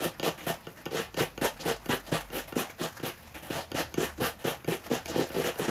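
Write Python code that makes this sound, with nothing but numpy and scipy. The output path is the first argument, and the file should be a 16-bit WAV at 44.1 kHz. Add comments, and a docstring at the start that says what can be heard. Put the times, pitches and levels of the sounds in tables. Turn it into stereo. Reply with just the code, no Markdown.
"""A kitchen bench: a coconut half is pushed in quick strokes over a steel grater fixed to the wood.
The teeth bite in with a thud, tear the flesh in a dense hiss of tiny rips and shake shell and bench.
Between strokes the shell taps the blade or drags lightly back, now and then with a squeak.
A kitchen hush and a far engine drone lie underneath; two spaced microphones give a wide image."""
import sys
import numpy as np
from scipy import signal
from scipy.io import wavfile

SR = 44100
rng = np.random.default_rng(int(sys.argv[2]) if len(sys.argv) > 2 else 0)


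def digitize_waveform(pressure):
    """Quantize a signal to 16-bit integers and store it at the path in sys.argv[1].

    Rows of a 2-D input are taken as channels; values are limited to [-1, 1].
    """
    field = np.atleast_2d(pressure).T
    bounded = np.clip(field, -1, 1)
    quanta = np.round(bounded * 32767).astype(np.int16)
    wavfile.write(sys.argv[1], SR, quanta)


N = 251359

# tone of the kitchen hush: (frequency [Hz], relative level [dB])
HUSH_SPECTRUM = [(18, -39), (30, 2.5), (81, 10.5), (499, -3), (1070, -0.5), (2900, -7.5), (3490, -13.5),
                 (6720, -13.5), (8300, -96), (12600, -6), (16000, -42)]
# swells of the far engine: (time [s], length [s], start pitch [Hz], end pitch [Hz], level [dB])
ENGINE_SWELLS = [(0.953, 1.7, 54.5, 46.6, -55), (3.005, 1.5, 77, 76.8, -55), (4.894, 0.69, 77.5, 81, -54.5)]
# how alike the two microphones hear each pitch: (frequency [Hz], likeness [0-1])
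MIC_LIKENESS = [(60, 0.68), (290, 1), (640, 0.27), (1400, 0.014), (15000, 0.015)]
# stereo balance: (frequency [Hz], left minus right [dB])
MIC_BALANCE = [(60, -7), (150, -8.5), (380, -4), (950, -4.5), (2380, -2), (5980, -5.5), (15000, 4.5)]
# bed of handling noise: (time [s], level [dB])
HANDLING_LEVELS = [(0.0, -67), (0.6, -53), (1.1, -62), (2.6, -50), (3.3, -56.5), (4.0, -54.5), (4.6, -62),
                   (5.3, -44), (5.7, -48)]
# pitched scratches on the way back: (time [s], length [s], level [dB], pitch [Hz], width [Hz])
RETURN_SQUEAKS = [(0.4, 0.023, -41.5, 2150, 400), (1.594, 0.042, -37, 4130, 2000),
                  (2.695, 0.013, -40, 2250, 250)]
# light drags back over the blade: (time [s], length [s], tearing [dB], shaking [dB])
RETURN_DRAGS = [(0.375, 0.18, -48.5, -49.5), (0.77, 0.053, -54, -57), (1.592, 0.075, -49, -41.5),
                (2.066, 0.037, -49, -45), (3.237, 0.03, -58, -58), (3.342, 0.056, -45.5, -45),
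                (3.423, 0.14, -48.5, -49.5), (4.174, 0.031, -52.5, -42), (4.39, 0.053, -49.5, -63),
                (4.838, 0.051, -48.5, -48), (5.077, 0.11, -42, -37)]
# shell knocking on the blade: (time [s], level [dB], tick relative to knock [dB])
SHELL_TAPS = [(0.197, -21, -10.5), (0.23, -15.5, -15), (0.38, -43, -8), (0.669, -24.5, -15),
              (0.856, -30.5, -3), (0.862, -18, -23), (1.143, -25.5, -10), (1.377, -23, -14),
              (1.859, -25, -15), (2.065, -46, 3), (2.302, -31, -11), (2.524, -22.5, -18), (2.696, -37, -7),
              (2.998, -27, -22), (3.352, -39, -5), (3.717, -22.5, -12), (3.941, -22, -5), (4.645, -27, -13),
              (5.058, -28, -1), (5.302, -25.5, -29), (5.557, -29, -21)]
# pushes over the teeth: (bite time [s], contact ahead of bite [s], length [s], tearing [dB],
# brightness [dB], shaking [dB], bite [dB], hollow note of the shell [Hz])
PUSHES = [(0.004, 0.0069, .094, -31.5, -1.5, -28.5, -41, 515),
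          (0.229, 0.0022, 0.084, -29, -2.5, -27.5, -42, 521),
          (0.467, .002, 0.059, -33, 6.5, -24.5, -20, 710),
          (0.931, 0.025, 0.14, -31.5, -3.5, -33.5, -46, 460),
          (1.172, 0.0057, 0.089, -28, -1.5, -26.5, -21, 498),
          (1.414, 0.0027, 0.077, -26.5, -2.5, -27.5, -17.5, 410),
          (1.655, 0.0038, 0.084, -29, -1.5, -29.5, -23.5, 460),
          (1.893, 0.0067, 0.076, -27.5, 1, -27.5, -16, 402),
          (2.121, 0.0066, .075, -30, 2, -31.5, -15.5, 280),
          (2.333, 0.0071, .09, -34.5, 7.5, -33.5, -47, 515),
          (2.562, 0.008, 0.092, -33.5, 4, -30.5, -18, 398), (2.81, 0.018, .091, -35, 6.5, -32.5, -23, 494),
          (3.031, 0.0031, 0.082, -34.5, 3, -31, -23, 380),
          (3.502, 0.0022, 0.13, -35, -0.5, -35.5, -22.5, 535),
          (3.745, .002, 0.1, -30.5, -5.5, -32, -22, 295), (3.978, 0.0048, 0.11, -31.5, .5, -28, -14.5, 530),
          (4.214, 0.0133, 0.1, -29, -.5, -28, -18.5, 492), (4.447, 0.0064, .095, -30, -1.5, -30, -20, 455),
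          (4.68, .006, 0.094, -33.5, 2.5, -25, -17.5, 407),
          (4.912, .015, 0.1, -33.5, -1.5, -29.5, -21, 512), (5.158, 0.0023, 0.094, -36, 3, -24, -17, 500),
          (5.344, 0.0037, 0.11, -36.5, 1.5, -29.5, -44, 414),
          (5.442, 0.0034, 0.084, -31.5, -2.5, -33.5, -30, 465),
          (5.601, 0.012, 0.087, -33.5, -2.5, -27, -34, 433),
          (5.681, .004, 0.053, -31, -10, -24.5, -17.5, 230)]
# woody modes of shell and bench: (frequency [Hz], width [Hz], level [dB])
BODY_MODES = [(124, 47, -8.5), (164.6, 30.6, -2.5), (241.6, 32.7, -2.5), (343.7, 67, -1.5),
              (453.5, 45, -2.5), (540, 37, -3.5), (688.6, 19, -9), (800, 105, -11.5)]
# ring of the steel blade: (frequency [Hz], width [Hz], level [dB])
BLADE_MODES = [(1153, 31, -0.5), (1367, 61, -1), (1489, 34, 0.5), (1797, 14, 5), (2430, 85, -8),
               (2730, 48, -1), (2815, 69, 3), (3100, 470, -5)]
# short ring of the teeth: (frequency [Hz], width [Hz], level [dB])
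TEETH_MODES = [(2280, 130, 4.5), (3020, 420, -2.5), (4680, 180, 0.5), (6540, 370, -1), (10900, 590, -11.5),
               (13800, 4400, -7)]
# tone of the tearing flesh: (frequency [Hz], relative level [dB])
TEARING_SPECTRUM = [(410, 2.5), (700, -0.5), (1040, -6), (1150, -7), (1870, -3.5), (2220, -7),
                    (2960, -13.5), (7290, -13), (8210, -20.5), (11800, -0.5), (16000, -35.5)]

HUSH_DB, ROOM_DB, KITCHEN_T60_S = -50.5, -8.5, 0.18
RIPS_PER_S, JUDDERS_PER_S = 9000, 540
BLADE_DB, BRIGHT_ABOVE_HZ = -7, 8500
HOLLOW_WIDTH_HZ, HOLLOW_DB = 35.4, 3
PUSH_SWELL_SHARE, PUSH_OPENING_DB, GENTLER_DB_PER_S = 0.45, -6.5, 302   # early contact starts softer
DRAG_SWELL_SHARE, DRAG_OPENING_DB, DRAG_BRIGHT_DB, DRAG_HOLLOW_HZ = 0.65, 3, 2, 301
AFTER_RUSTLE_DB, RUSTLE_FADE_DB_PER_S = -17, 118
LIFT_S, LIFT_DB = 0.036, -3.5   # the shell leaves the blade just before a tap
SNAP_DB, SNAP_ABOVE_HZ = 12.5, 2000   # bare crack of a tap
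PORT_DIP_HZ, PORT_DIP_WIDTH_HZ, PORT_DIP_SHARE = 8340, 2900, 0.6
PORT_ROLL_OFF_HZ, CUTOFF_HZ = 12450, 16500


def from_db(db):
    """Decibels to gain."""
    return 10 ** (np.asarray(db, float) / 20)


def rms_one(x):
    """Scale to unit power."""
    return x / np.sqrt(np.mean(x ** 2) + 1e-20)


def at_hz(points, hz):
    """Read a curve on a log frequency axis."""
    frequencies, values = np.transpose(points)
    return np.interp(np.log(hz), np.log(frequencies), values)


def filtered(x, hz, kind):
    """Gentle low, high or band pass."""
    return signal.sosfilt(signal.butter(2, hz, kind, fs=SR, output="sos"), x)


def drift(rate_hz):
    """Smooth random modulation of unit power."""
    r = np.exp(-2 * np.pi * rate_hz / SR)
    return rms_one(signal.lfilter([1], [1, -2 * r, r * r], rng.standard_normal(N + 20000))[20000:])


def grains(per_s, spread_db):
    """Two click trains that share their timing and accents, each click with its own random size and sign on
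    each side."""
    accents = from_db(spread_db * np.minimum(rng.exponential(1, N), 4))
    fires = rng.random(N) < per_s / SR
    return rms_one(accents * fires * rng.standard_normal((2, N)))


def stereo(pair, hz):
    """Mix a mid and side pair to left and right, as the microphones hear this pitch."""
    alike = at_hz(MIC_LIKENESS, hz)
    channels = np.sqrt(1 + alike) * pair[0] + np.sqrt(1 - alike) * pair[1] * [[1], [-1]]
    return channels * from_db(at_hz(MIC_BALANCE, hz) * np.array([[.5], [-.5]]))


def resonate(drive, modes, grip_db=0):
    """Parallel resonances with alternating signs; a changing grip favours now one mode, now another."""
    out = 0
    grip = drift(8.4) if grip_db else np.zeros(1)
    for k, (hz, width, level_db) in enumerate(modes):
        r = np.exp(-np.pi * width / SR)
        poles = [1, -2 * r * np.cos(2 * np.pi * hz / SR), r * r]
        favoured = drive * from_db(grip_db * np.roll(grip, k * SR // 3)) + 1e-18
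        ring = signal.lfilter([1 - r * r, 0, r * r - 1], poles, favoured)
        out = out + (-1) ** k * from_db(level_db) * stereo(ring, hz)
    return out


def coloured(drives, spectrum, flicker_db):
    """Shape two alternating drives to a spectrum in half-octave bands, each flickering on its own."""
    out, edges = 0, 30 * 2 ** np.arange(0, 9.6, .5)
    flickers = drift(5.3), drift(11.2)
    for k, (low, high) in enumerate(zip(edges, np.minimum(edges[1:], .45 * SR))):
        hz = np.sqrt(low * high)
        if hz > spectrum[0][0]:
            band = filtered(drives[k % 2], [low, high], "band")
            level_db = at_hz(spectrum, hz) + flicker_db * np.roll(flickers[k % 2], k * SR // 4)
            out = out + from_db(level_db) * stereo(band, hz)
    return rms_one(out)


def blows(hits, contact_s, side_gain):
    """A mid and side force pulse for each (time, level) hit; shorter contact sounds brighter."""
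    impulses = np.zeros((2, N))
    times, levels_db = zip(*hits)
    impulses[:, [round(s * SR) for s in times]] = from_db(levels_db) * [[1], [side_gain]]
    impulses[1] *= rng.choice([-1, 1], N)
    pulse = np.hanning(int(contact_s * SR) + 3)
    return signal.lfilter(pulse / pulse.sum(), [1], impulses)


def kitchen_hush():
    """Room tone: a soft, bass-heavy bed of noise."""
    return from_db(HUSH_DB) * coloured(rng.standard_normal((2, 2, N)), HUSH_SPECTRUM, flicker_db=2.5)


def far_engine():
    """A low hum that fades in, glides and dies away, wavering in pitch and level."""
    wobble, waver_db = 1 + 0.07 * drift(6.66), 2 * drift(6)
    t, drone = np.arange(N) / SR, 0
    for s, length_s, start_hz, end_hz, level_db in ENGINE_SWELLS:
        progress = np.clip((t - s) / length_s, 0, 1)
        fade = np.clip(np.minimum(progress, 1 - progress) / .18, 0, 1)
        swell = np.sin(np.pi / 2 * fade) ** 2
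        turns = np.cumsum((start_hz + (end_hz - start_hz) * progress) * wobble) / SR
        drone = drone + from_db(level_db + waver_db) * swell * np.sin(2 * np.pi * turns)
    return stereo([drone, .4 * np.roll(drone, SR // 200)], 60)


def kitchen_reverb(x):
    """The room answers on each side with a short, slightly dull tail."""
    t = np.arange(int(.4 * SR)) / SR
    tail = rng.standard_normal((2, len(t))) * from_db(-60 * t / KITCHEN_T60_S) * (t > .006)
    tail = signal.lfilter([1], [1, -.3], tail)
    return signal.fftconvolve(x, tail / np.sqrt(np.sum(tail ** 2) / 2), axes=1)[:, :N]


def rustle_envelope():
    """Uneven handling, plus loose flesh rustling on after each push; both duck as the shell lifts."""
    t = np.arange(N) / SR
    level = from_db(np.interp(t, *np.transpose(HANDLING_LEVELS)))
    for s, _, _, peak_db, *_ in PUSHES:
        level += (t > s) * from_db(peak_db + AFTER_RUSTLE_DB - RUSTLE_FADE_DB_PER_S * np.abs(t - s))
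    for s, *_ in SHELL_TAPS:
        lift = (t < s) * np.clip(1 - (s - t) / LIFT_S, 0, 1) ** .5
        level *= from_db(LIFT_DB * lift)
    return level * from_db(5.2 * drift(29))


def squeaks(rips):
    """Scratches on the way back: rips sing through one resonance under a smooth swell."""
    out = np.zeros((2, N))
    for s, length_s, level_db, hz, width in RETURN_SQUEAKS:
        span = slice(round(s * SR), round((s + length_s) * SR))
        scratch = rms_one(resonate(rips[:, span], [(hz, width, 0)]))
        out[:, span] += from_db(level_db) * np.hanning(scratch.shape[1]) * scratch
    return out


def chatter(hits, decay_s):
    """A dry contact skips: each hit becomes a short dying burst of uneven clicks."""
    r = np.exp(-1 / (decay_s * SR))
    envelope = signal.lfilter([np.sqrt(1 - r * r)], [1, -r], np.abs(hits[0]))
    return envelope * grains(20000, spread_db=.8)


def shell_taps(knocks, ticks):
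    """Hard shell on steel: the knock rings the blade, its gritty tick cracks and rings the teeth."""
    snap = from_db(SNAP_DB) * stereo(filtered(ticks, SNAP_ABOVE_HZ, "high"), SNAP_ABOVE_HZ)
    blade = from_db(17) * resonate(knocks, BLADE_MODES, grip_db=2)
    teeth = from_db(21.5) * resonate(ticks, TEETH_MODES, grip_db=.5)
    return snap + blade + teeth


def stroke_envelope(swell_s, fade_s, opening_db, fade_db):
    """A fast attack to the opening level, a ramp to unity, then an ever steeper fall."""
    t = np.arange(int((swell_s + 2 * fade_s) * SR)) / SR
    ramp_db = opening_db * (1 - t / swell_s)
    fall_db = fade_db * (np.maximum(t - swell_s, 0) / fade_s) ** 2.14
    return from_db(np.where(t < swell_s, ramp_db, fall_db)) * (1 - np.exp(-t / 0.0018))


def strokes(judders):
    """Pushes and drags give dull and bright tearing envelopes, a shaking force and the shell's note."""
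    tearing, shaking, hollow = np.zeros((3, 2, N))
    pushes = [(max(s - lead_s, 0), length_s, PUSH_SWELL_SHARE,
               PUSH_OPENING_DB - GENTLER_DB_PER_S * lead_s, tear_db, bright_db, shake_db, hz)
              for s, lead_s, length_s, tear_db, bright_db, shake_db, _, hz in PUSHES]
    drags = [(s, length_s, DRAG_SWELL_SHARE,
              DRAG_OPENING_DB, tear_db, DRAG_BRIGHT_DB, shake_db, DRAG_HOLLOW_HZ)
             for s, length_s, tear_db, shake_db in RETURN_DRAGS]
    for s, length_s, share, opening_db, tear_db, bright_db, shake_db, hollow_hz in pushes + drags:
        at, swell_s, fade_s = round(s * SR), share * length_s, (1 - share) * length_s
        # the treble lingers; the shaking starts strong and dies first
        dull = stroke_envelope(swell_s, fade_s, opening_db, fade_db=-14)[:N - at]
        bright = stroke_envelope(swell_s, fade_s, opening_db, fade_db=-10)[:N - at]
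        shake = stroke_envelope(swell_s, fade_s, 0.33 * opening_db, fade_db=-31)[:N - at]
        span = slice(at, at + len(dull))
        tearing[:, span] += from_db(tear_db) * np.array([dull, from_db(bright_db) * bright])
        drive = from_db(shake_db) * shake * judders[:, span]
        shaking[:, span] += drive
        # the grip sets the pitch of the hollow
        hollow[:, span] += resonate(drive, [(hollow_hz, HOLLOW_WIDTH_HZ, HOLLOW_DB)])
    return tearing, shaking, hollow


def rasp(dull_envelope, bright_envelope):
    """Tiny rips in the flesh hiss and ring the blade; the same grains feed rustle and squeaks."""
    rips = [grains(RIPS_PER_S, spread_db=-0.5), grains(RIPS_PER_S, spread_db=0.5)]
    flesh = coloured(rips, TEARING_SPECTRUM, flicker_db=2.5)
    hiss = flesh + from_db(BLADE_DB) * rms_one(resonate(rips[0], BLADE_MODES, grip_db=1))
    dull = dull_envelope * filtered(hiss, BRIGHT_ABOVE_HZ, "low")
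    bright = bright_envelope * filtered(hiss, BRIGHT_ABOVE_HZ, "high")
    rustle = rustle_envelope() * flesh
    crunch = from_db(0.5 * drift(71))   # fibres give way in clumps
    return crunch * (dull - bright) + rustle + squeaks(rips[1])   # minus avoids a crossover notch


def grating():
    """Coconut on the grater: the flesh rasps while judders, bites and taps shake shell and bench."""
    judders = from_db(8.5) * grains(JUDDERS_PER_S, spread_db=1.5)
    tearing, shaking, hollow = strokes(judders)
    flesh = rasp(*tearing)
    bites = -blows([(s, bite_db) for s, *_, bite_db, _ in PUSHES], contact_s=.0015, side_gain=.2)
    knocks = blows([(s, db) for s, db, _ in SHELL_TAPS], contact_s=.00023, side_gain=.66)
    ticks = blows([(s, db + tick_db) for s, db, tick_db in SHELL_TAPS], contact_s=.00003, side_gain=0)
    ticks = chatter(ticks, decay_s=.0015)
    body = resonate(shaking + from_db(33) * bites + from_db(25) * knocks, BODY_MODES, grip_db=1.8)
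    return flesh + body + hollow + shell_taps(knocks, ticks)


def scene():
    """The grating up front with a touch of room, over hush and engine."""
    work = grating()
    return work + from_db(ROOM_DB) * kitchen_reverb(work) + kitchen_hush() + far_engine()


def record(dry):
    """The microphone ports scoop a band of treble and roll off; the very top is cut."""
    lost = signal.lfilter(*signal.iirpeak(PORT_DIP_HZ, PORT_DIP_HZ / PORT_DIP_WIDTH_HZ, SR), dry)
    ports = filtered(dry - PORT_DIP_SHARE * lost, PORT_ROLL_OFF_HZ, "low")
    return signal.sosfilt(signal.cheby2(14, 70, CUTOFF_HZ, fs=SR, output="sos"), ports)


dry = scene()
out = record(dry)
digitize_waveform(out)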